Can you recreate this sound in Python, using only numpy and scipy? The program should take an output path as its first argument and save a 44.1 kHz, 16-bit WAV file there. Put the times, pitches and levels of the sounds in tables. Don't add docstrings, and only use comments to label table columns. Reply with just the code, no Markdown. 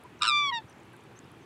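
import sys
import numpy as np
from scipy import signal
from scipy.fft import rfft, irfft
from scipy.io import wavfile
from scipy.ndimage import uniform_filter1d

SR = 44100
rng = np.random.default_rng(int(sys.argv[2]) if len(sys.argv) > 2 else 0)


def master_out(mix):
    frames = np.transpose(np.atleast_2d(mix))
    ceiling = np.clip(frames, -1, 1)
    pcm = np.round(ceiling * 32767).astype(np.int16)
    wavfile.write(sys.argv[1], SR, pcm)


N = 63945
T = np.arange(N) / SR

# (frequency [Hz], relative density [dB])
WASH_SPECTRUM = [(15, -63), (30, -35), (45, -20), (62, -12.5), (85, -4), (125, 1), (170, -2.5), (250, -4.5),
                 (325, -1.5), (480, -8), (650, -12.5), (830, -8.5), (1100, -12), (2500, -17.5), (3500, -23),
                 (5000, -31.5), (8000, -34), (12000, -40), (15800, -47)]
# (time [s], ring frequency [Hz], relative level [dB], decay time [s])
DROPLETS = [(.0365, 10650, -44, 0.0005), (.192, 6200, -56, .001), (.698, 9200, -49, 0.00039),
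            (.728, 5630, -54, 0.00046), (.801, 6970, -59, .001), (.833, 8050, -52.5, 0.00042),
            (0.932, 10700, -57, 0.00076), (.9663, 10900, -50, 0.00028), (1.008, 7150, -57, 0.00036),
            (1.037, 9900, -55, 0.00056), (1.1907, 7140, -40, 0.00033), (1.242, 5040, -58, 0.0015),
            (1.317, 10400, -42, 0.00021)]
# (time [s], duration [s], top pitch [Hz], relative level [dB])
WATERBIRD_TOOTS = [(.04, .034, 1005, -48), (.932, .022, 1600, -58)]
# (time [s], pitch [Hz], relative level [dB], roll-off [dB per harmonic])
UPPER_NOTE = [(.205, 1165, -53, 4), (.215, 1252, -29, 5.5), (.222, 1207, -21.5, 0), (.25, 1208, -20, 1.5),
              (.268, 1226, -22.5, 1), (.282, 1230, -19, 0.5), (.305, 1194, -21, 1.5), (.33, 1180, -22.5, 1),
              (.375, 1177, -24.5, -0.5), (.41, 1170, -25, 0.5), (.445, 1150, -26, 0.5),
              (.475, 1124, -28.5, 0), (.501, 1079, -28, 0), (.508, 1108, -31.5, 11), (.515, 1023, -32, 5.5),
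              (.524, 1050, -58, 10)]
LOWER_NOTE = [(.512, 980, -46, 3), (.52, 964, -33, 10.5), (.526, 958, -29, 2.7), (.542, 947.7, -31.5, -0.5),
              (.57, 921, -33, 0), (.586, 891, -34.5, 1), (.595, 886, -39, 4.5), (.604, 862, -46, 4),
              (.615, 868, -67, 3)]
# (time [s], share of the voice [0-1], pitch lift [Hz], roughness [0-1])
RASP_TEXTURE = [(.213, 0.91, 152.5, 0.42), (.2225, 0.71, 23, 0.48), (.233, 0.95, 119, 0.96),
                (.25, 0.97, 247, 1), (.263, 0.92, 206, 0.88), (.273, 0.84, 132, 0.25),
                (.297, 0.86, 63, 0.1), (.312, 0.38, 58, 0.08), (.335, 0.01, -2, 0.08)]
# (time [s], rate of main bursts [Hz])
CHOP_RATE = [(.213, 150), (.2226, 97), (.24, 102), (.258, 97), (.274, 118), (.294, 118), (.308, 142)]
# (frequency [Hz], relative gain [dB])
THROAT_RASP = [(300, -41), (700, -15.5), (880, -17), (985, 9.5), (1100, -14.5), (1220, -2), (1520, -4),
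               (1900, -9), (2550, -10), (2850, -1.5), (3300, -7.5), (3800, 4), (4300, -10.5), (4900, -7.5),
               (5300, -2), (5750, -13), (6400, -34), (7100, -13.5), (8000, -8.5), (9200, -18), (10000, -42),
               (12000, -38.5), (15000, -57)]
THROAT_UPPER = [(1100, 0), (2200, -4.5), (2350, 0.5), (3250, 0), (3540, -1), (4400, -10.5), (4610, -25),
                (4720, -12), (5400, -23), (5650, -12), (5900, -24), (6700, -42), (7060, -28.5),
                (7800, -31.5), (8170, -40), (8260, -35.5), (9400, -53), (12000, -69.5)]
THROAT_LOWER = [(900, 1), (1770, -7.5), (1900, 0.5), (2700, -8), (2860, -8.5), (3650, 0.5), (3820, -4.5),
                (4450, -7.5), (4750, -24), (5600, -16), (6500, -41), (7300, -18.5), (7700, -44),
                (8600, -38), (11000, -68)]
# (time [s], pitch [Hz], level [dB], duration [s])
WATER_LAPS = [(.632, 104, -47, .04)]
# (time [s], duration [s], top pitch [Hz], level [dB])
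BIRD_CHIRPS = [(.68, .04, 6150, -63), (1.153, .044, 6350, -59.5), (1.408, .042, 6350, -69)]


def amp(db):
    return 10 ** (np.asarray(db) / 20)


def unit_rms(x):
    return x / np.sqrt(np.mean(x ** 2) + 1e-20)


def response_db(spectrum, hz):
    frequencies, gains_db = np.transpose(spectrum)
    return np.interp(np.log(hz + 1), np.log(frequencies + 1), gains_db)


def filtered(x, spectrum):
    return irfft(rfft(x) * amp(response_db(spectrum, np.fft.rfftfreq(N, 1 / SR))), N)


def contours(table):
    times, *columns = np.transpose(table)
    return [np.interp(T, times, column) for column in columns]


def wobble(hz):
    lowpass = 1 / (1 + (np.fft.rfftfreq(N, 1 / SR) / hz) ** 4)
    return unit_rms(irfft(rfft(rng.standard_normal(N)) * lowpass, N))


def add(mix, start_s, sound):
    part = mix[max(round(start_s * SR), 0):][:len(sound)]
    part += sound[:len(part)]


def wash(level_db=-52.5, patch_db=0.82, swell_db=0.14):
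    spectrogram = signal.stft(rng.standard_normal(N), SR, nperseg=1024, noverlap=768)[2]
    patches = uniform_filter1d(rng.standard_normal(spectrogram.shape), size=12, axis=0)
    patches = unit_rms(uniform_filter1d(patches, size=10, axis=1))
    noise = signal.istft(spectrogram * amp(patch_db * patches), nperseg=1024, noverlap=768)[1][:N]
    return amp(level_db + swell_db * wobble(hz=4.3)) * unit_rms(filtered(noise, WASH_SPECTRUM))


def droplet(hz, level_db, decay_s, spray_gain=0.45):
    t = T[:SR // 50]
    band = signal.butter(2, [hz / 1.15, min(hz * 1.15, 12500)], "bandpass", fs=SR, output="sos")
    spray = unit_rms(signal.sosfilt(band, rng.standard_normal(len(t))))
    envelope = 2 * t / decay_s * np.exp(-t / decay_s)
    return amp(level_db) * envelope * (np.sin(2 * np.pi * hz * t) + spray_gain * spray)


def ripples(ticks_per_s=25):
    out = np.zeros(N)
    for start_s, *drop in DROPLETS:
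        add(out, start_s, droplet(*drop))
    for when, pitch, faintness in rng.random((int(ticks_per_s * N / SR), 3)):
        add(out, when * N / SR, droplet(4500 + 7000 * pitch, -61 - 10 * faintness, decay_s=0.0005))
    return out


def arched_tone(length_s, top_hz, level_db, arch):
    u = np.linspace(-1, 1, int(length_s * SR))
    hz = top_hz * (1 - arch * u ** 2)
    return amp(level_db) * np.cos(np.pi * u / 2) * np.sin(2 * np.pi * np.cumsum(hz) / SR)


def waterbirds(gain_db=3):
    out = np.zeros(N)
    for start_s, *note in WATERBIRD_TOOTS:
        add(out, start_s, amp(gain_db) * arched_tone(*note, arch=0.13))
    return out


def lake_echo(calls, gain_db=-27, t60_s=0.25, cutoff_hz=4500):
    tail = rng.standard_normal(N) * amp(-60 * T / t60_s)
    lowpass = signal.butter(2, cutoff_hz, fs=SR, output="sos")
    tail = signal.sosfilt(lowpass, tail / np.linalg.norm(tail))
    return amp(gain_db) * signal.fftconvolve(calls, tail)[:N]


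def syrinx(note, jitter=0.002):
    hz, level_db, rolloff_db = contours(note)
    cycles = np.cumsum(hz * (1 + jitter * wobble(hz=514))) / SR
    sounding = (T > note[0][0]) & (T < note[-1][0])
    return hz, cycles, amp(level_db) * sounding, rolloff_db


def harmonics(cycles, colour_db, rolloff_db, dispersion_rad=0.51):
    return sum(amp(colour_db(k) - rolloff_db * (k - 1))
               * np.cos(2 * np.pi * k * cycles + dispersion_rad * k * k) for k in range(1, 12))


def burst(centre_cycles, hz, half_width_s, rough, rolloff_db, jitter=0.058, shimmer=0.48):
    t = np.arange(-SR // 100, SR // 100) / SR
    edge = np.minimum(abs(t / half_width_s), 4)
    cycles = np.cumsum(hz * (1 + jitter * rough * wobble(hz=885)[:len(t)])) / SR
    cycles += centre_cycles - cycles[len(t) // 2]
    tone = harmonics(cycles, colour_db=lambda k: 1.5, rolloff_db=rolloff_db + 2.5 * edge ** 2)
    flutter = 1 + shimmer * rough * wobble(hz=885)[:len(t)]
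    return np.exp(-edge ** 4) * flutter * tone


def swan_rasp(hz, cycles, gain, rolloff_db, main_burst_s=0.2226, weak_hz=1150, weak_lead_s=0.00094):
    _, lift_hz, rough = contours(RASP_TEXTURE)
    rate_hz, = contours(CHOP_RATE)
    beats = np.cumsum(rate_hz) / SR
    half_beat = np.floor(2 * (beats - np.interp(main_burst_s, T, beats)))
    half_width_s = 0.41 * (1 - 0.54 * rough) / rate_hz
    out = np.zeros(N)
    for i in np.flatnonzero((np.diff(half_beat) > 0) & (gain[1:] > 0)) + 1:
        if half_beat[i] % 2 == 0:
            puff = burst(cycles[i], hz[i] + lift_hz[i], half_width_s[i], rough[i], rolloff_db[i])
            lead_s = 0
        else:
            puff = burst(cycles[i], weak_hz, half_width_s[i], rough[i], rolloff_db[i] + 1.5)
            puff *= amp(-3) * rough[i]
            lead_s = weak_lead_s
        add(out, (i - len(puff) // 2) / SR - lead_s, gain[i] * puff)
    return filtered(out, THROAT_RASP)


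def swan_upper_note(gain_db=-1.5):
    hz, cycles, gain, rolloff_db = syrinx(UPPER_NOTE)
    rasp_share = contours(RASP_TEXTURE)[0]
    rasp = swan_rasp(hz, cycles, gain * rasp_share, rolloff_db)
    bugle = harmonics(cycles, lambda k: gain_db + response_db(THROAT_UPPER, k * hz), rolloff_db)
    return rasp + gain * (1 - rasp_share) * bugle


def swan_lower_note(gain_db=-0.5):
    hz, cycles, gain, rolloff_db = syrinx(LOWER_NOTE)
    return gain * harmonics(cycles, lambda k: gain_db + response_db(THROAT_LOWER, k * hz), rolloff_db)


def water_lap():
    out = np.zeros(N)
    for start_s, hz, level_db, length_s in WATER_LAPS:
        tone = arched_tone(length_s, hz, level_db, arch=0)
        add(out, start_s, tone * np.hanning(len(tone)))
    return out


def small_bird():
    out = np.zeros(N)
    for start_s, *note in BIRD_CHIRPS:
        add(out, start_s, arched_tone(*note, arch=0.19))
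    return out


def scene():
    swan = swan_upper_note() + swan_lower_note()
    far_birds = waterbirds() + small_bird()
    echo = lake_echo(swan + amp(7) * far_birds)
    return (swan + far_birds + echo + wash() + ripples() + water_lap())[None]


def record(dry, cutoff_hz=15900):
    lowpass = signal.firwin(511, cutoff_hz, window=("kaiser", 9), fs=SR)
    return signal.oaconvolve(dry, lowpass[None], "same")


dry = scene()
out = record(dry)
master_out(out)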